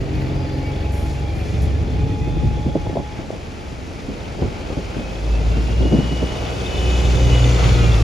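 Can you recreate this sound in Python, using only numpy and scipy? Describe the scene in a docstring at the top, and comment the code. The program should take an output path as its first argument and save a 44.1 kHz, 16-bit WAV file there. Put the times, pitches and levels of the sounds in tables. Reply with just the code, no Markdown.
"""A street with a tight turn: a six-cylinder diesel bus revs round it in low gear, eases off, then pulls away
so that its rear engine passes close by. Periodic sources are locked to the crank angle: firings thump the body,
the exhaust booms and growls, gears whine, fittings rattle and a belt chirps. The steering pump is a tone of
varying pitch; the air valve, street traffic and wind on the microphone are filtered noise, with a tonal
hum in the traffic and short tonal slaps in the wind."""
import sys
import numpy as np
from scipy import signal
from scipy.fft import rfft, irfft
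from scipy.io import wavfile
from scipy.ndimage import uniform_filter1d, map_coordinates

SR = 44100
rng = np.random.default_rng(int(sys.argv[2]) if len(sys.argv) > 2 else 0)


def transcribe(signal):
    """Save signal, clipped to [-1, 1], as a 16-bit WAV file at the path in sys.argv[1]."""
    frames = np.atleast_2d(signal).T
    limited = np.clip(frames, -1, 1)
    pcm = np.round(limited * 32767).astype(np.int16)
    wavfile.write(sys.argv[1], SR, pcm)


N = 354123
T = np.arange(N) / SR
HZ = np.maximum(np.fft.rfftfreq(N, 1 / SR), 1)

FIRINGS_PER_TURN = 3  # six cylinders, four strokes
STROKE_JITTER_TURNS = .007  # under load the strokes land slightly early or late


def undb(db):
    """Logarithmic level: decibels to amplitude gain."""
    return 10 ** (np.asarray(db) / 20)


def unit(x):
    """Normalization: scale to rms 1."""
    return x / np.sqrt(np.mean(x ** 2))


def curves(table):
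    """Linear interpolation: each column after the time becomes a continuous control."""
    s, *columns = np.transpose(table)
    return [np.interp(T, s, column) for column in columns]


def over_hz(points):
    """Spectral interpolation: join (hz, value) points on a log-frequency axis."""
    hz, value = np.transpose(points)
    return np.interp(np.log(HZ), np.log(hz), value)


def walk(rate):
    """Low-pass random process: slow chance of spread about 1, changing about rate times a second."""
    steps = rng.standard_normal(2048)
    path = np.interp(2 * rate * T, np.arange(len(steps)), steps)
    return 1.2 * uniform_filter1d(path, int(SR / rate / 4))


def ramp(s, length):
    """Linear envelope: rise from 0 to 1, starting at time s."""
    return np.clip((T - s) / length, 0, 1)


def swell(peak_s, spread_s):
    """Gaussian envelope: a smooth rise to 1 and fall around a moment."""
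    return np.exp(-.5 * ((T - peak_s) / spread_s) ** 2)


def pulling_away():
    """Load transfer: rise from 0 to 1 as the drive takes up the load."""
    return ramp(4.33, .69)


def add(out, s, x):
    """Superposition: mix x in at time s."""
    i = max(int(s * SR), 0)
    out[:, i:i + x.shape[1]] += x[:, :N - i]


# left level minus right: pitch_hz, difference_db
TILT = [(60, 0), (110, 0), (360, -1), (900, 3), (1700, 0), (2500, 0), (3000, 2.5), (3600, 2), (4800, 5),
        (5500, -1), (7600, 6.5), (13100, -1)]
# phase difference between left and right, opposed near 8 kHz: pitch_hz, phase_rad
PHASE = [(200, -.2), (600, -.55), (1000, -1.6), (1500, -1.5), (2000, -.5), (2900, 1.2), (3300, 0),
         (6000, 0), (7000, -.5), (7700, -3.14), (8600, -3.14), (10200, -6.28)]


def ports(left, right):
    """Stereo colouring: from two spectra, level and phase differ between left and right by pitch."""
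    tint = undb(over_hz(TILT) / 2) * np.exp(.5j * over_hz(PHASE))
    return irfft(np.array([left * tint, right / tint]), N)


# likeness of left and right: pitch_hz, likeness_0_to_1
LIKENESS = [(60, 0.72), (250, 0.66), (600, 0.57), (1000, 0.06), (2400, 0.7), (3100, 0.25), (3600, 0.83),
            (6500, 0.74), (7400, 0.4), (7700, 1), (13000, 0.84)]


def noise(spectrum, drive=None):
    """Interchannel coherence: coloured stereo noise of rms 1, most diffuse around 1 kHz."""
    if drive is None:
        drive = rng.standard_normal((2, N))
    like = over_hz(LIKENESS)
    mid, side = rfft(drive) * undb(over_hz(spectrum)) * np.sqrt([1 + like, 1 - like])
    return unit(ports(mid + side, mid - side))


def burst(length, lo_hz, hi_hz, spread):
    """Turbulence: a noise puff that swells fast and dies away; rms near 1 over its length."""
    t = T[:int(4 * length * SR) + 2000]
    top = signal.butter(2, min(hi_hz, .45 * SR), fs=SR, output="sos")
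    bottom = signal.butter(2, lo_hz, "high", fs=SR, output="sos")
    shape = np.sqrt(t / length) * np.exp(-2.2 * t / length)
    shaped = rng.standard_normal((2, len(t))) * shape
    mid, side = signal.sosfilt(np.vstack([top, bottom]), shaped)
    puff = np.array([mid + spread * side, mid - spread * side])
    return puff / np.sqrt(np.sum(puff ** 2) / (2 * length * SR))


def blip(hz, glide, spread_s):
    """Gaussian tone burst: a short gliding tone whose envelope peaks, at rms 1, three spreads in."""
    t = T[:int(6 * spread_s * SR)] - 3 * spread_s
    envelope = np.exp(-.5 * (t / spread_s) ** 2)
    tone = np.sqrt(2) * envelope * np.sin(2 * np.pi * (hz + glide * t / 2) * t)
    return np.array([tone, tone])


def strokes(turns, per_turn, scatter_db, jitter_s=0):
    """Periodic impact: impulses locked to the crank, each with its own force and slight timing error."""
    at = np.flatnonzero(np.diff(np.floor(turns * per_turn)))
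    force, lag = rng.standard_normal(size=(2048, 2))[:len(at)].T
    late = (lag * jitter_s * SR).astype(int)
    return np.bincount(np.clip(at + late, 0, N - 1), undb(scatter_db * force), N)


def grains(impulses, length):
    """Convolution: each impulse becomes a short swell; the whole has rms 1."""
    return unit(signal.oaconvolve(impulses, np.hanning(int(length * SR)), "same"))


def stack(turns, orders, waver_db, rate, smeared=False):
    """Engine orders: crank-rate multiples waver independently, in phase unless smeared by their path."""
    lags = smeared * rng.random(len(orders))
    total = 0
    for (multiple, db), lag in zip(orders, lags):
        level = undb(db + waver_db * walk(rate))
        total = total + level * np.sqrt(2) * np.cos(2 * np.pi * (multiple * turns + lag))
    return total


def whine(cycles, flutter_db, rate):
    """Multipath interference: shifting street echoes flutter a tone's level, and its phase at each ear."""
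    shared = undb(flutter_db * walk(rate))
    ears = [np.sin(2 * np.pi * cycles + 0.53 * walk(rate)) for _ in range(2)]
    return np.sqrt(2) * shared * np.array(ears)


# rear engine to microphone: time_s, distance_m
DISTANCE = [(0, 9.7), (2.2, 9.55), (3.6, 9.4), (4.8, 7.7), (5.7, 6.26), (6.5, 5.27), (7, 3.95), (7.7, 3.44),
            (8.03, 3.94)]
# accelerator: time_s, throttle_0_to_1
THROTTLE = [(0, 0.77), (.5, 0.87), (1.3, 0.62), (1.9, 0.68), (2.6, 0.49), (3.0, 0.17), (3.9, 0),
            (4.6, 0.35), (5.5, 0.67), (8.03, 0.61)]
# engine parts by name: idle_at_10_m_db, added_by_full_throttle_db, added_per_halved_distance_db
LOUDNESS_DB = {"roar": (-37.5, 10, 3.5), "clatter": (-42.5, 2.5, 8.5), "hiss": (-48.5, 0, 9),
               "shake": (-48, 25, 0), "belt": (-59.5, 5, 11.3)}
FAR_M = 10


def loudness(part):
    """Distance law: level in dB of one part of the engine, from throttle and distance."""
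    idle_db, throttle_db, near_db = LOUDNESS_DB[part]
    throttle, = curves(THROTTLE)
    metres, = curves(DISTANCE)
    return idle_db + throttle_db * throttle + near_db * np.log2(FAR_M / metres)


def cyclic(turns, share):
    """Cyclostationarity: white noise of which a share of the power recurs each engine cycle of two turns."""
    size, changes_per_s = 4096, .5
    other_turn = .3  # gain at which each turn of the pattern is mixed into the other
    place = turns / 2 * size
    patterns = rng.standard_normal((2, 2, size))
    patterns = patterns + other_turn * np.roll(patterns, size // 2, axis=2)
    change = 2 * np.pi * changes_per_s * T  # the pattern turns slowly into another

    def read(pattern):
        """Table lookup: the pattern at the current crank angle."""
        return map_coordinates(pattern, [place % size], order=1, mode="nearest")

    repeating = np.array([np.cos(change) * read(a) + np.sin(change) * read(b) for a, b in patterns])
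    return np.sqrt(share) * unit(repeating) + np.sqrt(1 - share) * rng.standard_normal((2, N))


# block roar spectrum: pitch_hz, density_db_per_hz
ROAR = [(90, 2.5), (150, -3), (210, -3.5), (275, -7), (350, -3.5), (480, -3.5), (620, -7.5), (830, -12.5),
        (980, -21), (1400, -48), (2500, -108)]
# combustion clatter spectrum: pitch_hz, density_db_per_hz
CLATTER = [(470, 1.5), (800, 6.5), (979, 0.5), (1420, 1), (1750, -5.5), (2490, -0.5), (2790, -3),
           (2860, -3.5), (3100, -2.5), (3530, -12.5), (3860, -10), (5500, -14.5), (7150, -58),
           (12100, -120)]
# treble hiss of the engine bay: pitch_hz, density_db_per_hz
HISS = [(3500, -1), (4800, 1.5), (6800, -1), (8000, -5), (9700, -12), (12000, -18.5), (13700, -24)]
ROAR_REPEATS, CLATTER_REPEATS = .55, .3  # shares of power that repeat each engine cycle


def engine_bay(turns):
    """Amplitude modulation: cyclic roar and clatter, and plain hiss, pulse with firings and crank turns."""
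    knock = np.cos(2 * np.pi * FIRINGS_PER_TURN * turns) + 0.78 * np.cos(2 * np.pi * turns)
    roar_db = loudness("roar") + 1.0 * knock + 1.0 * walk(4.4)
    roar = noise(ROAR, cyclic(turns, ROAR_REPEATS)) * undb(roar_db)
    clatter_db = loudness("clatter") + 0.39 * knock + 1.26 * walk(10)
    clatter = noise(CLATTER, cyclic(turns, CLATTER_REPEATS)) * undb(clatter_db)
    hiss = noise(HISS) * undb(loudness("hiss") + 0.49 * knock + .5 * walk(23))
    return roar + clatter + hiss


# drone under load: multiple_of_crank_rate, level_db
LUMPS = [(2, -8), (3, -13), (4, -2), (6, -5.5), (9, -14), (12, -11.5), (14, -13), (18, -11.5), (25, -20)]
# body panel resonances: pitch_hz, half_width_hz, boost_db
PANELS = [(69.4, 1.7, 12), (133.4, 2.1, 7.5), (266, 8.1, 2.5), (312, 9.9, 5), (438.3, 3.2, 7.5)]
# what a thump rings in the body: pitch_hz, width_hz, level_db
BODY_MODES = [(69.2, 6, 2.5), (95, 15, -8), (136.6, 7.6, -8.5)]
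# the heaviest thumps: start_s, level_over_ordinary_db
THUDS = [(1.565, 2), (1.864, -1), (2.275, -2), (2.439, 8), (2.56, 2)]
# thumping as the bus labours round the turn: time_s, level_db
THROB = [(0, -35), (.75, -32), (1.05, -23.5), (1.5, -23), (2.1, -25), (2.6, -25), (2.8, -36), (3.5, -45),
         (4.6, -55)]
THUMP_LOW_HZ, THUMP_TOP_HZ = 42, 190
THUMP_SCATTER_DB, THUMP_JITTER_S = 3, .0016


def body(turns, crank_hz):
    """Modal resonance: a thump per crank turn rings the body; orders drone as they cross panel modes."""
    blows = strokes(turns, 1, THUMP_SCATTER_DB, THUMP_JITTER_S)
    for s, db in THUDS:
        blows[int(s * SR)] += undb(db)
    modes = sum(undb(db) / (1 + 1j * (HZ - hz ** 2 / HZ) / width) for hz, width, db in BODY_MODES)
    soft = signal.butter(4, [THUMP_LOW_HZ, THUMP_TOP_HZ], "band", fs=SR, output="sos")
    thumps = unit(signal.sosfilt(soft, irfft(rfft(blows) * modes, N)))
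    throb_db, = curves(THROB)
    orders = []
    for multiple, db in LUMPS:
        boosts = [boost / (1 + ((multiple * crank_hz - hz) / width) ** 2) for hz, width, boost in PANELS]
        orders.append((multiple, db + sum(boosts)))
    uneven = turns + STROKE_JITTER_TURNS * walk(30)
    drone = undb(loudness("shake")) * stack(uneven, orders, waver_db=2.6, rate=16, smeared=True)
    labour = 1 - pulling_away()  # the shake dies out as the bus gets rolling
    return labour * (undb(throb_db) * thumps + drone)


# gritty rattle in the tight turn: pitch_hz, density_db_per_hz
RATTLE = [(1350, -27), (1750, 3), (2300, -4), (2780, 0), (3050, -17), (3900, -20), (4200, -3), (4850, -13),
          (5200, -28)]
RATTLE_DB, RATTLE_PEAK_S, RATTLE_SPREAD_S = -47, 0.58, 1
RATTLES_PER_TURN, RATTLE_SCATTER_DB, RATTLE_RING_S = 4, 3, .02
SQUEAK_LOW_HZ, SQUEAK_HIGH_HZ, SQUEAK_MAX_GLIDE_HZ_PER_S = 1700, 2800, 2500
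SQUEAK_SPREAD_S, SQUEAK_DB, SQUEAK_UNTIL_S = .014, -50, 3.2  # spread varies by half either way


def rattle(turns):
    """Impact noise: loose fittings chatter in flurries and squeak while the bus labours round the turn."""
    impacts = strokes(turns, RATTLES_PER_TURN, RATTLE_SCATTER_DB, jitter_s=.002)
    flurries = undb(2.5 * walk(9)) * grains(impacts, RATTLE_RING_S)
    chatter = undb(RATTLE_DB) * swell(RATTLE_PEAK_S, RATTLE_SPREAD_S) * flurries * noise(RATTLE)
    squeaks = np.zeros((2, N))
    for when, pitch, glide, span in rng.random(size=(44, 4)):
        hz = SQUEAK_LOW_HZ + (SQUEAK_HIGH_HZ - SQUEAK_LOW_HZ) * pitch
        glide_hz_per_s = SQUEAK_MAX_GLIDE_HZ_PER_S * (2 * glide - 1)
        squeak = blip(hz, glide_hz_per_s, SQUEAK_SPREAD_S * (.5 + span))
        add(squeaks, when * SQUEAK_UNTIL_S, undb(SQUEAK_DB) * squeak)
    return chatter + ports(*rfft(squeaks))


# hydraulic steering pump: time_s, pitch_hz, level_db
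PUMP = [(0, 861, -54), (.25, 855, -44.5), (.7, 841, -41), (1.15, 837, -42), (1.31, 817, -41),
        (1.42, 745, -42.5), (1.49, 715, -58), (1.56, 765, -46), (1.68, 813, -45), (1.77, 819.7, -51),
        (1.95, 825, -43.5), (2.1, 837, -39), (2.6, 839, -38), (3.1, 838, -40.5), (3.25, 866, -48),
        (3.4, 860, -100)]
PUMP_OVERTONE_DB = -19.5  # relative to the fundamental


def steering():
    """Frequency modulation: the pump's note dips as the wheel is eased, with a thin fourth harmonic."""
    pitch, db = curves(PUMP)
    cycles = np.cumsum(pitch) / SR
    overtone = undb(PUMP_OVERTONE_DB) * whine(4 * cycles, flutter_db=3.5, rate=20)
    return undb(db) * (whine(cycles, flutter_db=1.0, rate=12) + overtone)


# street traffic spectrum: pitch_hz, density_db_per_hz
STREET = [(15, -35), (25, 13), (70, 4), (223, 2.5), (258, 4), (479, -4.5), (527, -9.5), (684, -5),
          (771, -15), (848, -1.5), (955, -14), (1770, -14), (2250, -12), (7400, -43), (9620, -116),
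          (16300, -120)]
STREET_DB = -35
HUM_HZ, HUM_RISE_HZ_PER_S, HUM_WAVER_HZ = 271, 97, 4.64
HUM_PEAK_S, HUM_SPREAD_S, HUM_DB = 2.05, 0.22, -34.5


def traffic():
    """Broadband background: street noise, and a rough hum that rises out of it for about a second."""
    pitch = HUM_HZ + HUM_RISE_HZ_PER_S * (T - HUM_PEAK_S) + HUM_WAVER_HZ * walk(20)
    tone = whine(np.cumsum(pitch) / SR, flutter_db=3, rate=25)
    hum = undb(HUM_DB) * swell(HUM_PEAK_S, HUM_SPREAD_S) * tone
    return hum + noise(STREET) * undb(STREET_DB + 2.0 * walk(1.97))


# wind rumble on the ports: pitch_hz, density_db_per_hz
RUMBLE = [(20, -42), (35, -2.5), (58, 3.5), (110, 1), (165, -5), (220, -15.5), (320, -13.5), (600, -32),
          (1200, -74)]
# gusts over a steady breeze: peak_s, rise_s, fall_s, level_db
GUSTS = [(0, .1, .4, -26), (1.2, 0.46, 0.52, -34), (2.55, 0.89, 0.3, -20.5), (4.1, 0.042, 0.084, -31),
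         (4.45, 0.063, 0.044, -20.5), (5.6, 0.23, 0.33, -22), (7.6, 0.57, 0.52, -19.5)]
# the strongest buffets: start_s, level_db, length_s (level before the port filters)
BUFFETS = [(2.266, -28, 0.029), (2.415, -23.5, 0.088), (2.655, -22.5, 0.05), (2.75, -18.5, 0.019),
           (2.863, -23, 0.01), (2.894, -25.5, 0.012), (2.923, -27.5, 0.026), (2.953, -22.5, 0.016),
           (2.968, -19, 0.011), (2.989, -22.5, 0.016), (3.186, -28.5, 0.023), (3.239, -35, 0.015),
           (3.323, -29.5, 0.031), (3.708, -32.5, .04), (4.081, -26.5, 0.042), (4.386, -28, 0.026),
           (4.42, -19, 0.019), (4.45, -25, 0.019), (4.697, -26.5, 0.016), (4.723, -24, 0.01),
           (4.765, -22, 0.035), (4.958, -25.5, 0.056), (5.56, -26, 0.058), (5.681, -29.5, .06),
           (5.801, -20.5, 0.043), (5.848, -21, 0.031), (5.915, -13.5, 0.055), (5.977, -19, 0.051),
           (6.042, -28, 0.038), (6.109, -24.5, 0.05), (6.217, -19, 0.032)]
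# sharp slaps of air, about one cycle long: peak_s, level_db, pitch_hz (level before the port filters)
SLAPS = [(2.756, -13, 477), (2.763, -12.5, 250), (2.899, -23, 550), (2.971, -12, 598), (3.305, -14, 520),
         (4.422, -13, 404), (4.704, -17.5, 400), (5.989, -10, 170)]
BREEZE_DB = -35.5
EDDY_LOW_HZ, EDDY_TOP_HZ = 111, 795
PORT_HZ, PORT_DB = 289, 3  # hollow ring of the port that an eddy strikes
EDDY_S, KNEE_HZ, KNEE_SLOPE = 0.021, 417, 0.68  # a shorter eddy is brighter: its knee at this length
WEAK_EDDY_DB, WEAK_SCATTER_DB = -10, 2  # relative to the gust; scatter either way


def wind():
    """Turbulent pressure: gusts rumble on the ports; eddies thump and slap, hollow at 289 Hz, dull on top."""
    gusts = []
    for s, rise, fall, db in GUSTS:
        width = np.where(T < s, rise, fall)
        gusts.append(undb(db) * np.exp(-.5 * ((T - s) / width) ** 2))
    strength = np.maximum(undb(BREEZE_DB), np.max(gusts, axis=0))
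    rumble = noise(RUMBLE) * strength * undb(2.0 * walk(12))
    gust_db = 20 * np.log10(strength)
    weak = []  # weak eddies come at random times
    for when, force, span in rng.random(size=(40, 3)):
        db = gust_db[int(when * N)] + WEAK_EDDY_DB + WEAK_SCATTER_DB * (2 * force - 1)
        weak.append((when * T[-1], db, EDDY_S * (1 + span)))
    eddies = np.zeros((2, N))
    for s, db, length in BUFFETS + weak:
        knee_hz = KNEE_HZ * (EDDY_S / length) ** KNEE_SLOPE
        add(eddies, s, undb(db) * burst(length, EDDY_LOW_HZ, knee_hz, spread=0.38))
    for s, db, hz in SLAPS:
        add(eddies, s - 1 / hz, undb(db) * blip(hz, 0, 1 / (3 * hz)))
    hollow = undb(PORT_DB / (1 + ((HZ - PORT_HZ) / 50) ** 2))
    dull = signal.butter(4, EDDY_TOP_HZ, fs=SR, output="sos")
    return rumble + signal.sosfilt(dull, irfft(rfft(eddies) * hollow, N))


# drive belt chafing: pitch_hz, density_db_per_hz
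BELT_BAND = [(3000, -25), (3400, 2.5), (3560, -5), (3700, -2), (4100, -73)]
# the loudest belt chirps: time_s, level_db
CHIRPS = [(6.587, -43), (6.661, -37), (6.757, -34.5), (6.782, -33.5), (6.903, -34.5), (7.05, -38),
          (7.273, -37), (7.443, -30), (7.564, -36)]
CHIRP_HZ, CHIRP_SCATTER_HZ, CHIRP_SPREAD_S = 3570, 60, 0.0037
CHAFES_PER_TURN, CHAFE_SCATTER_DB = 2, 2.5


def belt(turns):
    """Friction: the belt chafes in short chirps, louder as the engine comes close; a few stand out."""
    chafes = grains(strokes(turns, CHAFES_PER_TURN, CHAFE_SCATTER_DB, jitter_s=.004), length=.016)
    chafing = noise(BELT_BAND) * undb(loudness("belt")) * chafes
    chirps = np.zeros((2, N))
    for (s, db), detune in zip(CHIRPS, rng.standard_normal(len(CHIRPS))):
        chirp = blip(CHIRP_HZ + CHIRP_SCATTER_HZ * detune, 0, CHIRP_SPREAD_S)
        add(chirps, s - 3 * CHIRP_SPREAD_S, undb(db) * chirp)
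    return chafing + chirps


# main gear whine, fading in and out as the bus moves: time_s, level_db
MESH = [(4.6, -62), (5.06, -43.5), (5.23, -54), (5.37, -43), (5.45, -58), (5.53, -45), (5.65, -48),
        (5.76, -45), (5.83, -39), (6.3, -39.5), (6.6, -51), (6.8, -36), (6.92, -36.5), (7.05, -42),
        (7.24, -40), (7.33, -32), (7.41, -33), (7.46, -36), (7.62, -52), (7.84, -37), (8.03, -41)]
# other gear whines: multiple_of_crank_rate, peak_s, spread_s, level_db, roughness_rad
GEARS = [(100.3, .68, .1, -46, .6), (101.4, 1.35, .3, -49.5, 4), (100.8, 2.22, .18, -48, 2.2),
         (144, 2.3, .3, -54, 1.2), (144, 1.5, .3, -56, 1.5), (216, .5, .2, -55.5, 1.2),
         (125.1, 6.93, .36, -39.5, .55), (125.1, 7.82, .08, -39.5, 1.1), (100.2, 7.6, .33, -42, .7),
         (64.5, 7.9, .25, -38.5, 3), (72, 7.85, .18, -42, 1.2), (110, 7.7, .22, -42.5, 3.5),
         (116, 7.65, .2, -44, 1.2), (175, 7.2, .45, -47, 1.3), (175, 7.77, .07, -43, .6),
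         (195, 7.8, .15, -49, 2), (215, 7.76, .2, -43.5, .65), (298.5, 7.45, .55, -47, .4),
         (323.5, 7.4, .38, -47, .4), (350.4, 7.5, .45, -48, .5)]
MESH_ORDER = 144  # multiple of the crank rate


def gears(turns):
    """Gear meshing: tones locked to the crank swell as their side faces the kerb; backlash roughens them."""
    mesh_db, = curves(MESH)
    out = pulling_away() * undb(mesh_db) * whine(MESH_ORDER * turns, flutter_db=1.5, rate=15)
    for multiple, peak_s, spread_s, db, rough in GEARS:
        backlash = rough * walk(25) / (2 * np.pi)
        tone = whine(multiple * turns + backlash, flutter_db=2.4, rate=12)
        out = out + undb(db) * swell(peak_s, spread_s) * tone
    return ports(*rfft(out))


# air valve: start_s, length_s, level_db, centre_hz (level before the vent filter)
AIR = [(0.917, 0.087, -49.5, 10900), (0.965, 0.17, -51.5, 10600), (1.07, 0.12, -48, 6850),
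       (1.325, 0.29, -59, 10700), (1.425, 0.29, -49, 6690), (1.615, .045, -49, 11000)]


def air_valve():
    """Jet noise: short releases of brake air, each coloured by its vent."""
    out = np.zeros((2, N))
    for s, length, db, hz in AIR:
        vent = signal.butter(2, [hz * 0.41, hz * 1.25], "band", fs=SR, output="sos")
        jet = burst(length, hz / 2, hz, spread=0.07)
        add(out, s, undb(db) * signal.sosfilt(vent, jet))
    return ports(*rfft(out))


# exhaust boom as the bus pulls away: time_s, level_db of the firing tone
BOOM = [(4.6, -25.5), (5.15, -30), (5.32, -15), (5.6, -19), (5.85, -15), (6.02, -23), (6.25, -21.5),
        (6.33, -35), (6.65, -28), (6.95, -15), (8.03, -14.5)]
# buzz of unequal cylinders: multiple_of_crank_rate, level_db
OVERTONES = [(4, -13.5), (4.5, -5), (8, -8), (9, -3.5), (14, -7), (18, -5), (20, -5.5), (24, -6.5),
             (26, -6)]
# gas puffed out at each firing: pitch_hz, density_db_per_hz
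GROWL = [(130, -29), (200, 1), (320, 5), (440, 8), (540, -12), (750, -22), (1200, -60)]
GROWL_DB, GROWL_DEPTH_DB = -34, 9
BUZZ_DB, BUZZ_PEAK_S, BUZZ_SPREAD_S = -31.5, 7.49, 0.6  # swells as the tailpipe goes by
# the octave while the body hides the tailpipe, and once it swings into view
OCTAVE_HIDDEN_DB, OCTAVE_OPEN_DB, TAIL_SHOWS_S, TAIL_SWING_S = -36.5, -18, 6.82, 0.35


def exhaust(turns):
    """Pulsating flow: the pipe booms at the firing rate; octave, buzz and puffs grow as the tail appears."""
    boom_db, = curves(BOOM)
    boom = undb(boom_db) * stack(turns, [(FIRINGS_PER_TURN, 0)], waver_db=0.15, rate=36)
    octave_db = OCTAVE_HIDDEN_DB + (OCTAVE_OPEN_DB - OCTAVE_HIDDEN_DB) * ramp(TAIL_SHOWS_S, TAIL_SWING_S)
    octave = undb(octave_db) * stack(turns, [(2 * FIRINGS_PER_TURN, 0)], waver_db=1.5, rate=13)
    uneven = turns + STROKE_JITTER_TURNS * walk(30) / 2
    buzz = undb(BUZZ_DB) * stack(uneven, OVERTONES, waver_db=3.5, rate=11, smeared=True)
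    puffs = unit(undb(GROWL_DEPTH_DB * np.cos(2 * np.pi * FIRINGS_PER_TURN * turns)))
    growl = undb(GROWL_DB) * puffs * noise(GROWL)
    passing = swell(BUZZ_PEAK_S, BUZZ_SPREAD_S)
    return pulling_away() * (boom + octave + passing * (buzz + growl))


# engine speed: time_s, crank_turns_per_s
SPEED = [(0, 21.95), (.7, 22.6), (1.5, 23.65), (2.55, 24.9), (2.9, 23.2), (3.3, 20.3), (4.1, 14),
         (4.4, 14.8), (4.75, 17), (5.35, 18.2), (5.55, 18.83), (5.8, 19.87), (6, 20.3), (6.45, 20.4),
         (6.75, 20.57), (7.1, 20.5), (7.68, 20.23), (7.82, 19.6), (8.03, 18.2)]


def scene():
    """Superposition: the bus, the street and the wind, with one crank angle driving the engine parts."""
    crank_hz, = curves(SPEED)
    turns = np.cumsum(crank_hz * (1 + .0005 * walk(10))) / SR
    engine = engine_bay(turns) + body(turns, crank_hz) + rattle(turns)
    engine = engine + belt(turns) + gears(turns) + exhaust(turns)
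    return engine + steering() + traffic() + wind() + air_valve()


def record(dry):
    """Band limiting: the recorder sheds the deepest bass, cuts the top, and fades briefly in and out."""
    lean = signal.sosfiltfilt(signal.butter(3, 28, "high", fs=SR, output="sos"), dry)
    fade = np.clip(np.minimum(T, T[-1] - T) / .006, 0, 1)
    top = signal.ellip(10, .2, 80, 13700, fs=SR, output="sos")
    return fade * signal.sosfilt(top, lean)


dry = scene()
out = record(dry)
transcribe(out)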